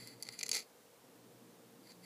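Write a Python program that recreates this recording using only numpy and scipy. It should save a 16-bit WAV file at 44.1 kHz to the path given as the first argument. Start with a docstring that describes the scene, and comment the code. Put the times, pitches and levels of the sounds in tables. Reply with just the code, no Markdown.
"""A steel dip pen glides over paper with a fine hiss, close by, on a desk in a quiet room.
The nib snags on fibres, digs in for one rasping stroke and lifts; later it glides again, lightly.
Tiny slips of steel over fibres ring the resonances of nib, holder and sheet.
Underneath: a low rumble with a hum, and a faint steady hiss."""
import sys
import numpy as np
from scipy import signal
from scipy.fft import rfft, irfft
from scipy.io import wavfile

SR = 44100
rng = np.random.default_rng(int(sys.argv[2]) if len(sys.argv) > 2 else 0)


def log_audio(samples):
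    """Write samples as a 16-bit WAV file to the path given in sys.argv[1]."""
    # one column per channel
    frames = np.atleast_2d(samples).T
    # limit to full scale, then quantise
    limited = np.clip(frames, -1, 1)
    pcm = np.round(limited * 32767).astype(np.int16)
    wavfile.write(sys.argv[1], SR, pcm)


N = 90404
TIME_S = np.arange(N) / SR

# nib, holder and sheet: (frequency [Hz], width [Hz], gliding gain [dB], digging gain [dB])
PEN_RESONANCES = [(444, 41, -17, -5.5), (824, 174, -56, -16), (1320, 134, -19, -15),
                  (2051, 113.5, -3.5, -1), (2410, 200, -12, -3), (3350, 600, -17, -10), (4090, 310, -9, -2),
                  (4622, 198, 1, 4.5), (5450, 190, -36, -3.5), (6130, 450, -18, -4), (6470, 345, -17, -1.5),
                  (7350, 470, -12, -5.5), (8350, 430, -24, -12.5), (9930, 400, -10, -5.5),
                  (11360, 370, -28, -16.5), (12400, 700, -22, -15.5)]
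# notches between the resonances: (frequency [Hz], width [Hz], gain [dB])
PEN_ANTIRESONANCES = [(3080, 120, -8), (5280, 100, -7)]
# light strokes, one list each: (time [s], level [dB])
GLIDE_ENVELOPES = [
    [(0, -54.5), (.06, -57.5), (.078, -54), (.1, -58.5), (.14, -60.5), (.15, -71), (.195, -77)],
    [(.2, -61), (.235, -71), (.27, -57.5), (.3, -65), (.335, -51), (.365, -61), (.4, -56.5), (.445, -69),
     (.52, -65)],
    [(1.83, -78), (1.865, -64), (1.875, -60.5), (1.885, -66), (1.905, -60), (1.92, -66), (1.932, -70),
     (1.96, -79)],
    [(2.0, -83), (2.035, -65), (2.042, -58.5), (2.06, -61)],
]
# heavy stroke: (time [s], level [dB])
SCRATCH_ENVELOPE = [(.527, -76), (.53, -35), (.55, -40.5), (.56, -39), (.569, -35), (.582, -44.5),
                    (.598, -44), (.607, -52), (.628, -56), (.645, -82)]
# catches on fibres: (start [s], length [s], level [dB], rasp gain [dB], top gain [dB])
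FIBRE_SNAGS = [(0.044, 0.0036, -60, -26, -12), (0.0733, 0.00047, -43, -11, 12),
               (0.225, 0.0008, -34.5, -8, 15), (0.2304, 0.0014, -41.5, 1, 14), (0.252, 0.0012, -51, -8, -4),
               (0.267, 0.0022, -50.5, 0, -4), (0.277, 0.0015, -52, -6, -3), (.2882, 0.00065, -35, -21, -6),
               (0.3233, 0.0019, -54.5, 22, -10), (0.3899, 0.0021, -40, 9.5, 8),
               (0.3915, 0.0026, -47.5, 1, -13), (0.3937, 0.0053, -48, -4, 5),
               (0.4065, 0.0021, -47, -2, -13), (0.4103, 0.0028, -39, -15, -16),
               (0.4301, .0048, -33, 7.5, 2), (0.459, 0.0038, -53, -3, -2), (0.4628, 0.0035, -40.5, 4.5, 1),
               (0.482, 0.0014, -44.5, 5, 3), (.4900, 0.00078, -48, -2, -1), (0.4914, 0.0025, -33, -3.5, 11),
               (0.5146, 0.0057, -29.5, 11.5, -2), (0.5464, 0.0022, -32, 4.5, 0),
               (0.5525, 0.001, -31, -1, 3), (1.902, 0.01, -61, -4, -4), (1.919, 0.0016, -55.5, 1, -3)]
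# rumble before its low cut: (frequency [Hz], relative density [dB])
RUMBLE_SPECTRUM = [(60, -31), (110, -1), (160, -1), (280, 4.5), (360, 0), (430, -4.5), (600, -9.5),
                   (1100, -16.5), (3000, -34)]
# rumble, sinking after the heavy stroke: (time [s], level [dB])
RUMBLE_ENVELOPE = [(0, -61.5), (.4, -67), (.5, -65), (.56, -61), (.65, -78), (1.01, -81.5), (1.035, -67.5),
                   (1.2, -66.5), (1.55, -65), (1.85, -66), (2.05, -64.5)]
# low hum tone: (time [s], level [dB])
HUM_LOW_ENVELOPE = [(0, -64), (0.042, -61), (.1, -75), (.165, -63), (.235, -82), (.3, -62.5), (.37, -87),
                    (.43, -71), (.6, -82.5), (1.12, -89), (1.19, -75), (1.35, -72.5), (1.601, -77.5),
                    (2.05, -74.5)]
# middle hum tone: (time [s], level [dB])
HUM_MIDDLE_ENVELOPE = [(0, -84), (.55, -72), (.7, -91), (1.1, -91), (1.2, -74), (1.9, -75.5), (1.96, -67),
                       (2.05, -63.5)]
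# steady room noise: (frequency [Hz], relative density [dB])
HISS_SPECTRUM = [(25, -29), (60, -22), (95, -19), (130, -9.5), (250, -8), (370, -7), (500, -2.5),
                 (620, -7.5), (1000, -10.5), (1500, -15), (2500, -17.5), (7000, -19.5), (15000, -21.5)]


def gliding():
    """Light strokes: a dense, even stream of slips."""
    force = slips(rate_per_s=5400, spread_db=-1)
    return sum(map(stroke_gain, GLIDE_ENVELOPES)) * unit_rms(pen_body(force, digging=False))


def scratching():
    """Heavy stroke: coarser slips, fading as the nib lifts."""
    force = slips(rate_per_s=5500, spread_db=3.5)
    return stroke_gain(SCRATCH_ENVELOPE) * unit_rms(pen_body(force, digging=True))


def snagging(release_s=0.00081, crack=7.7, samples=2048):
    """The nib catches a fibre and tears free: a crack, then a dying run of slips."""
    out, time_s = np.zeros(N + samples), TIME_S[:samples]
    for start_s, length_s, level_db, rasp_db, top_db in FIBRE_SNAGS:
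        release = np.exp(-np.maximum(time_s - length_s, 0) / release_s)
        force = slips(rate_per_s=6500, spread_db=1.5, samples=samples) * release
        force[0] += crack
        snag = pen_body(force, digging=True)
        snag = bell(snag, hz=6450, width_hz=1260, gain_db=rasp_db)
        snag = bell(snag, hz=11400, width_hz=7400, gain_db=top_db)
        duty = (length_s + release_s) / time_s[-1]  # refers the level to the snag's duration
        onset = int(start_s * SR)
        out[onset:onset + samples] += from_db(level_db) * unit_rms(snag) * np.sqrt(duty)
    return out[:N]


def slips(rate_per_s, spread_db, samples=N):
    """Steel slipping over paper fibres: random force impulses, unit rms."""
    sizes = from_db(spread_db * np.minimum(rng.exponential(1, samples), 4))
    signs = rng.choice([-1, 1], samples)
    slipping = rng.random(samples) < rate_per_s / SR
    return unit_rms(sizes * signs * slipping)


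def pen_body(force, digging):
    """Tip force rings nib, holder and sheet; modes alternate in sign."""
    out = sum((-1) ** k * from_db(dig_db if digging else glide_db) * resonance(force, hz, width_hz)
              for k, (hz, width_hz, glide_db, dig_db) in enumerate(PEN_RESONANCES))
    for hz, width_hz, gain_db in PEN_ANTIRESONANCES:
        out = bell(out, hz, width_hz, gain_db)
    return out


def reflections(x, t60_s=.14, gain_db=-17.5, lowpass_hz=4800, delay_s=0.0045):
    """Short, dull tail from desk and walls."""
    time_s = TIME_S[:SR // 2]
    tail = butter(rng.standard_normal(len(time_s)), lowpass_hz, "low", order=1)
    tail *= from_db(-60 * time_s / t60_s) * (time_s > delay_s)
    return from_db(gain_db) * signal.fftconvolve(x, tail / np.linalg.norm(tail))[:N]


def rumble(low_cut_hz=109, tone_hz=235.2, tone_relative_db=-5.5):
    """Low noise and the hum's upper tone under one envelope."""
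    noise = unit_rms(butter(coloured_noise(RUMBLE_SPECTRUM), low_cut_hz, "high", order=10))
    upper_tone = from_db(tone_relative_db) * wavering_tone(tone_hz)
    return gain_curve(RUMBLE_ENVELOPE) * (noise + upper_tone)


def hum(low_hz=121.3, middle_hz=178):
    """Two tones: the low one throbs at first, the middle one swells at the end."""
    low = gain_curve(HUM_LOW_ENVELOPE) * np.sin(2 * np.pi * low_hz * TIME_S)
    middle = gain_curve(HUM_MIDDLE_ENVELOPE) * wavering_tone(middle_hz)
    return np.sqrt(2) * (low + middle)


def wavering_tone(hz, waver_db=1.6, waver_hz=5):
    """Sine with a slowly wandering level."""
    waver = unit_rms(butter(rng.standard_normal(N), waver_hz, "low"))
    return np.sin(2 * np.pi * (hz * TIME_S + rng.random())) * from_db(waver_db * waver)


def hiss(level_db=-64):
    """Steady broadband room noise."""
    return from_db(level_db) * coloured_noise(HISS_SPECTRUM)


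def room_tone(hz=467, width_hz=16.3, level_db=-71.5):
    """Narrow band standing out of the room noise."""
    return from_db(level_db) * unit_rms(resonance(rng.standard_normal(N), hz, width_hz))


def from_db(db):
    """Decibels to gain."""
    return 10 ** (np.asarray(db) / 20)


def unit_rms(x):
    """Scale to unit rms."""
    return x / np.sqrt(np.mean(x ** 2) + 1e-20)


def gain_curve(envelope):
    """Gain along (time [s], level [dB]) points, ends held."""
    return from_db(np.interp(TIME_S, *np.transpose(envelope)))


def stroke_gain(envelope):
    """Gain curve, silent outside the stroke."""
    return gain_curve(envelope) * (TIME_S >= envelope[0][0]) * (TIME_S <= envelope[-1][0])


def butter(x, hz, kind, order=2):
    """Causal Butterworth filter."""
    return signal.sosfilt(signal.butter(order, hz, kind, fs=SR, output="sos"), x)


def resonance(x, hz, width_hz):
    """Two-pole resonance, unit peak gain."""
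    radius = np.exp(-np.pi * width_hz / SR)
    numerator = (1 - radius ** 2) / 2 * np.array([1, 0, -1])
    denominator = [1, -2 * radius * np.cos(2 * np.pi * hz / SR), radius ** 2]
    return signal.lfilter(numerator, denominator, x + 1e-18)


def bell(x, hz, width_hz, gain_db):
    """Boost or cut one band."""
    return x + (from_db(gain_db) - 1) * resonance(x, hz, width_hz)


def coloured_noise(spectrum):
    """Unit-rms noise shaped by (frequency [Hz], relative density [dB]) points."""
    hz, db = np.transpose(spectrum)
    bins_hz = np.maximum(np.arange(N // 2 + 1) * SR / N, 1)
    gain = from_db(np.interp(np.log(bins_hz), np.log(hz), db))
    return unit_rms(irfft(rfft(rng.standard_normal(N)) * gain, N))


def scene():
    """Pen, reflections and background, mono."""
    writing = gliding() + scratching() + snagging()
    return (writing + room_tone() + reflections(writing) + rumble() + hum() + hiss())[None]


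def record(dry):
    """Steep elliptic low-pass."""
    cutoff_hz = 15250
    return signal.sosfilt(signal.ellip(10, .2, 70, cutoff_hz, fs=SR, output="sos"), dry)


dry = scene()
out = record(dry)
log_audio(out)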